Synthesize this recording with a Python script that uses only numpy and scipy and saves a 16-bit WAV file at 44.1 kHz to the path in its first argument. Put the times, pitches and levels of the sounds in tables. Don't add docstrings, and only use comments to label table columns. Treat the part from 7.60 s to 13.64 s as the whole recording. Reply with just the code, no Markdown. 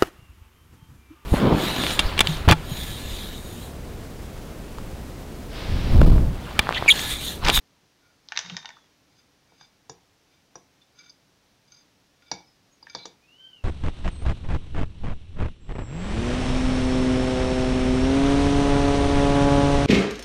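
import sys
import numpy as np
from scipy import signal
from scipy.fft import rfft, irfft, next_fast_len
from scipy.io import wavfile
from scipy.ndimage import uniform_filter1d, map_coordinates

SR = 44100
rng = np.random.default_rng(int(sys.argv[2]) if len(sys.argv) > 2 else 0)


def wrap_up_sound(samples):
    columns = np.atleast_2d(samples).T
    tamed = np.clip(columns, -1, 1)
    steps = np.round(tamed * 32767).astype(np.int16)
    wavfile.write(sys.argv[1], SR, steps)


N = 266319
TIME_S = np.arange(N) / SR
AGE_S = np.arange(SR // 3) / SR


def amp(db):
    return 10 ** (np.asarray(db) / 20)


def unit_rms(x):
    return x / np.sqrt(np.mean(x ** 2) + 1e-20)


def unit_hit(x):
    return x / np.sqrt(np.sum(x ** 2) / (SR / 100) + 1e-20)


def log_interp(points, hz):
    point_hz, values = np.transpose(points)
    return np.interp(np.log(hz + 1), np.log(point_hz + 1), values)


def wobble(knots_per_s):
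    knots = rng.standard_normal(int(N * knots_per_s / SR) + 4)
    return map_coordinates(knots, [TIME_S * knots_per_s])


def filtered(x, gain):
    size = 2 * next_fast_len(len(x) // 2 + 4096)
    magnitude = np.maximum(gain(np.fft.rfftfreq(size, 1 / SR)), 1e-6)
    cepstrum = irfft(np.log(magnitude))
    cepstrum[1:size // 2] *= 2
    cepstrum[size // 2 + 1:] = 0
    return irfft(rfft(x, size) * np.exp(rfft(cepstrum)))[:len(x)]


def coloured(x, spectrum):
    return filtered(x, lambda hz: amp(log_interp(spectrum, hz)))


def focused(x, centre_hz, width_oct):
    def gain(hz):
        offset = np.log2((hz + 1) / centre_hz) / (1.135 * width_oct)
        return amp(-28) + 1 / (1 + offset ** 2)
    return filtered(x, gain)


def ring(modes, scatter_db, blur_hz):
    hz, db, t60_s = np.transpose(modes)[:, :, None]
    level_db = db + scatter_db * rng.standard_normal(hz.shape)
    walk = np.cumsum(rng.standard_normal((len(modes), len(AGE_S))), axis=1)
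    drift = uniform_filter1d(walk * np.sqrt(2 * np.pi * blur_hz / SR), size=120, axis=1)
    phase = 2 * np.pi * (hz * AGE_S + rng.random(hz.shape)) + drift
    return unit_hit(np.sum(amp(level_db - 60 * AGE_S / t60_s) * np.sin(phase), axis=0))


def burst(t60_s):
    return unit_hit(rng.standard_normal(len(AGE_S)) * amp(-60 * AGE_S / t60_s))


def friction(rough_db, slips_per_s):
    return unit_rms(rng.standard_normal(N) * amp(rough_db * wobble(slips_per_s)))


def stroke(start_s, attack_s, hold_s, release_s, db):
    before = (start_s + attack_s - TIME_S) / attack_s
    after = (TIME_S - start_s - attack_s - hold_s) / release_s
    return amp(db - 23 * np.maximum(np.maximum(before, after), 0))


def add_hit(track, t_s, db, sound):
    part = track[round(t_s * SR):][:len(sound)]
    part += amp(db) * unit_hit(sound)[:len(part)]


# f/Hz, gain/dB
CONTACT_EQ = [(150, -18.5), (500, -5), (900, 1), (1700, 3.5), (2700, 0), (4000, 1), (6300, 2),
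              (7200, -10.5), (8200, -30.5), (11000, -47.5), (16000, -39)]

def on_glass(excitation):
    return coloured(excitation, CONTACT_EQ)


# f/Hz, relative density/dB
ROOM_SPECTRUM = [(15, -36), (25, -11.5), (75, -4), (133, -2), (204, -4.5), (227, -7), (289, -1.5),
                 (322, -8), (523, -9), (666, -11), (804, -11), (1170, -14), (5880, -16.5), (7700, -25.5),
                 (15500, -31.5)]

def room_noise():
    return amp(-64) * unit_rms(coloured(rng.standard_normal(N), ROOM_SPECTRUM))


# f/Hz, t60/s
ROOM_DECAY = [(150, 0.2), (600, 0.33), (2000, 0.29), (5500, 0.24), (9000, 0.14)]
# f/Hz, gain/dB
REVERB_EQ = [(150, 1.5), (500, -6.5), (1200, -12), (3000, -12), (6000, -11), (9000, -3.5)]

def kitchen_reverb(x):
    hz, t_s, spectra = signal.stft(rng.standard_normal(SR // 2), SR, nperseg=256)
    decay = amp(-60 * t_s / log_interp(ROOM_DECAY, hz)[:, None])
    tail = signal.istft(spectra * decay, SR, nperseg=256)[1]
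    tail *= 1 - np.exp(-np.arange(len(tail)) / SR / 0.002)
    tail /= np.linalg.norm(tail)
    tail[round(.0225 * SR)] += .35
    return signal.fftconvolve(x, coloured(tail, REVERB_EQ))[:N]


def whistle(peak_s=5.845, half_length_s=.31, peak_hz=1559, peak_db=-57, fade_db_per_oct=60):
    offset = (TIME_S - peak_s) / half_length_s
    sag_oct = .9 * (1 - np.exp(-offset ** 2))
    hz = peak_hz / 2 ** sag_oct * (1 + 0.0099 * wobble(400))
    phase = 2 * np.pi * np.cumsum(hz) / SR
    tone = sum(amp(db) * np.sin(k * phase) for k, db in enumerate([-21, 0, -25], 1))
    level_db = peak_db - fade_db_per_oct * sag_oct + 2.9 * wobble(60)
    gate = np.clip(2 - abs(offset), 0, 1)
    return gate * amp(level_db) * unit_rms(tone)


# f/Hz, relative density/dB
THUD_SPECTRUM = [(29, -87), (50, -33.5), (146, -9), (182, -1.5), (252, -24), (378, -18.5), (429, -29),
                 (500, -20.5), (650, -55), (1100, -120)]

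def pumpkin_thud():
    envelope = stroke(start_s=.81, attack_s=.115, hold_s=.01, release_s=.11, db=-44)
    return envelope * unit_rms(coloured(rng.standard_normal(N), THUD_SPECTRUM))


# f/Hz, half width/Hz, gain/dB
WIPE_RESONANCES = [(1428.7, 40.91, -3.5), (2300, 21.707, 0.5), (3545, 35, -6), (3697, 44, -9.5),
                   (4170, 49, -26.5), (4860, 46, 1), (5780, 40, -34), (6160, 34, -14.5), (6332, 38, -3)]

def wiped_glass(excitation):
    def gain(hz):
        peaks = sum(amp(db) / (1 + ((hz - mode_hz) / width_hz) ** 2)
                    for mode_hz, width_hz, db in WIPE_RESONANCES)
        return amp(-22.5) + peaks
    return filtered(on_glass(excitation), gain)


# peak t/s, half length/s, level/dB, centre f/Hz, width/oct
FINGER_WIPES = [(.488, 0.065, -66, 1360, .8), (1.58, 0.0552, -66.5, 5500, 1.6),
                (1.928, .035, -68, 2300, 0.66), (2.023, 0.043, -56, 3630, 1.1),
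                (2.735, 0.041, -66, 2600, 0.57), (3.431, 0.056, -53, 3300, 1.5),
                (4.163, 0.062, -58, 5300, 0.85), (4.75, 0.088, -59.5, 3000, 0.59),
                (5.383, 0.1, -54, 3250, .46)]
# t/s, level/dB, centre f/Hz, width/oct
FINGER_CATCHES = [(3.215, -59, 3530, .15), (3.4953, -47, 4800, 0.13), (4.1195, -49.5, 6230, 0.88),
                  (4.621, -58, 2540, 0.37), (4.679, -58, 3000, 0.62), (5.2969, -44.5, 5500, 2)]

def wet_fingers():
    rubbing = wiped_glass(friction(rough_db=4, slips_per_s=110))
    out = np.zeros(N)
    for t_s, half_s, db, centre_hz, width_oct in FINGER_WIPES:
        touch = abs(TIME_S - t_s) < 3 * half_s
        pressure = np.exp(-((TIME_S[touch] - t_s) / half_s) ** 2)
        out[touch] += amp(db) * pressure * unit_rms(focused(rubbing[touch], centre_hz, width_oct))
    skin_onset = 1 - np.exp(-AGE_S / 0.0017)
    for t_s, db, centre_hz, width_oct in FINGER_CATCHES:
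        catch = wiped_glass(burst(t60_s=0.02293) * skin_onset)
        add_hit(out, t_s, db, focused(catch, centre_hz, width_oct))
    return out


DRAG_START_S, DRAG_ATTACK_S, DRAG_HOLD_S, DRAG_RELEASE_S, DRAG_DB = .66, .1247, .13, .34, -49.7
DRAG_GAIN = stroke(DRAG_START_S, DRAG_ATTACK_S, DRAG_HOLD_S, DRAG_RELEASE_S, DRAG_DB)
# t/s, length/s, level/dB, start f/Hz, end f/Hz, pitch jitter/fraction
GLASS_SLIPS = [(0.814, .45, -52, 3740, 3330, 0.0184), (4.829, .16, -66, 5150, 4900, .014),
               (5.11, 0.095, -69, 6597, 6447, .016), (5.376, 0.11, -51.5, 4100, 3500, .035)]

def glass_drag():
    out = DRAG_GAIN * unit_rms(on_glass(friction(rough_db=1, slips_per_s=480)))
    jitter = wobble(700)
    grip = unit_rms(amp(4.188 * wobble(90)))
    for t_s, length_s, db, start_hz, end_hz, jitter_depth in GLASS_SLIPS:
        slipping = (TIME_S > t_s) & (TIME_S < t_s + length_s)
        progress = (TIME_S[slipping] - t_s) / length_s
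        hz = start_hz + (end_hz - start_hz) * progress ** 2.3
        hz *= 1 + jitter_depth * jitter[slipping]
        tone = unit_rms(np.sin(2 * np.pi * np.cumsum(hz) / SR))
        attack_s, release_s = 0.063 * length_s, 0.46 * length_s
        envelope = stroke(t_s, attack_s, length_s - attack_s - release_s, release_s, db) * grip
        out[slipping] += envelope[slipping] * tone
    return out


def settling_ticks(ticks_per_s=24, over_drag_db=3, mid_hz=1394.4, width_oct=1):
    end_s = DRAG_START_S + DRAG_ATTACK_S + DRAG_HOLD_S + DRAG_RELEASE_S
    ticks = []
    for slot, (delay, place) in enumerate(rng.random((40, 2))):
        t_s = DRAG_START_S + (slot + delay) / ticks_per_s
        if t_s < end_s:
            db = 20 * np.log10(DRAG_GAIN[round(t_s * SR)]) + over_drag_db
            ticks.append((t_s, db, mid_hz * 2 ** (place - .5), width_oct))
    return ticks


# f/Hz, relative level/dB, t60/s
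FLEX_MODES = [(140, -15, 0.19), (180, 2, 0.093), (296.6, -2.5, 0.14), (351, -3, 0.11), (443, -7, 0.08),
              (535, -4, 0.12)]
WALL_MODES = [(390, -3, 0.039), (513, -8.5, 0.047), (794, -5.5, 0.031), (884, 5, 0.022), (1010, 0, 0.025),
              (1221.8, -3, 0.023), (1640, -0.5, 0.038)]
GLASS_MODES = [(1416, -8, .07), (2272, -8, 0.22), (3490, -12, 0.13), (3686, -5.5, 0.068),
               (4700, -3, 0.01979), (4870, -4.5, 0.036), (5200, -18.5, 0.032), (5790.3, -4, 0.043),
               (6300, -23, .045), (6490, -13, 0.039), (6980, 0.5, 0.035), (8110, 10.5, 0.031)]
# t/s, tock level/dB, tock centre f/Hz, chink level/dB, chink centre f/Hz, chink width/oct
BOWL_KNOCKS = [(1.921, -60, 500, -76, 4900, .3), (2.0101, -52, 860, -57, 5600, .77),
               (2.2953, -41, 560, -41, 6000, 0.2), (2.955, -44, 650, -43.5, 5720, 0.14),
               (4.7145, -31, 656, -27, 5060, 0.24), (5.2268, -54, 686, -47.5, 4720, 0.084),
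               (5.349, -36.5, 830, -32.5, 4680, 0.17), (5.4544, -42, 720, -38.5, 5500, 0.78)]

def bowl_knocks():
    out = np.zeros(N)
    # f/Hz, gain/dB
    plastic_eq = [(60, -14.5), (300, 6.5), (1700, 2.0), (2600, 7), (8000, -47), (12000, -90)]
    shred_cushion = 1 - np.exp(-AGE_S / 0.00049)
    for t_s, tock_db, tock_hz, chink_db, chink_hz, width_oct in BOWL_KNOCKS:
        boom = ring(FLEX_MODES, scatter_db=2, blur_hz=21.793) * (1 - np.exp(-AGE_S / 0.0031))
        wall = ring(WALL_MODES, scatter_db=3.5, blur_hz=36.2) + amp(2) * burst(t60_s=0.031)
        glass = ring(GLASS_MODES, scatter_db=4, blur_hz=28) + amp(-3) * burst(t60_s=0.032)
        tock = coloured(shred_cushion * wall, plastic_eq)
        chink = on_glass(shred_cushion * glass)
        add_hit(out, t_s, tock_db - 10, boom)
        add_hit(out, t_s, tock_db, focused(tock, tock_hz, width_oct=0.92))
        add_hit(out, t_s, chink_db, focused(chink, chink_hz, width_oct))
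    return out


# f/Hz, relative level/dB, t60/s
RIM_MODES = [(912, -1, 0.043), (1513, -5.5, 0.038), (1791, 0, 0.023), (2210, -6.5, 0.028),
             (3200, -17, 0.034), (3638.7, -2, 0.01324), (4750, -17, 0.022)]
# t/s, level/dB, centre f/Hz, width/oct
GLASS_CLACKS = [(.6871, -43.5, 4300, .3), (0.7214, -32, 1780, 0.99), (.756, -44, 1410, 1.6),
                (.763, -36, 2600, 0.71), (0.7743, -23, 3880, 0.89), (0.7907, -28, 5800, 1.4),
                (.861, -44.5, 3400, 1.5), (0.8984, -37, 2967, .11), (0.9676, -31.5, 3670, 1.5),
                (.974, -41, 2500, 2.8), (1.047, -44, 990, .4), (1.057, -37.5, 2800, 0.764),
                (1.091, -43.5, 2100, 2.3), (1.1044, -46.5, 1400, 0.85), (1.1686, -52, 1234, 0.28),
                (5.2691, -44.5, 1590, 0.39)]

def glass_clatter():
    out = np.zeros(N)
    snap = unit_hit(signal.unit_impulse(len(AGE_S)))
    for t_s, db, centre_hz, width_oct in GLASS_CLACKS + settling_ticks():
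        rattle = burst(t60_s=0.031 * (1000 / centre_hz) ** 0.61)
        rim = amp(-5) * ring(RIM_MODES, scatter_db=1.5, blur_hz=50)
        add_hit(out, t_s, db, focused(on_glass(snap + rattle + rim), centre_hz, width_oct))
    return out


def scene():
    near = glass_clatter() + bowl_knocks() + wet_fingers() + glass_drag()
    far = whistle()
    hush = room_noise()
    thud = pumpkin_thud()
    reverb = kitchen_reverb(near + amp(11.5) * far)
    return (hush + reverb + far + thud + near)[None]


def record(dry, cutoff_hz=15800):
    size = next_fast_len(N + SR // 2)
    passband = np.fft.rfftfreq(size, 1 / SR) < cutoff_hz
    return irfft(rfft(dry, size) * passband, size)[:, :N]


dry = scene()
out = record(dry)
wrap_up_sound(out)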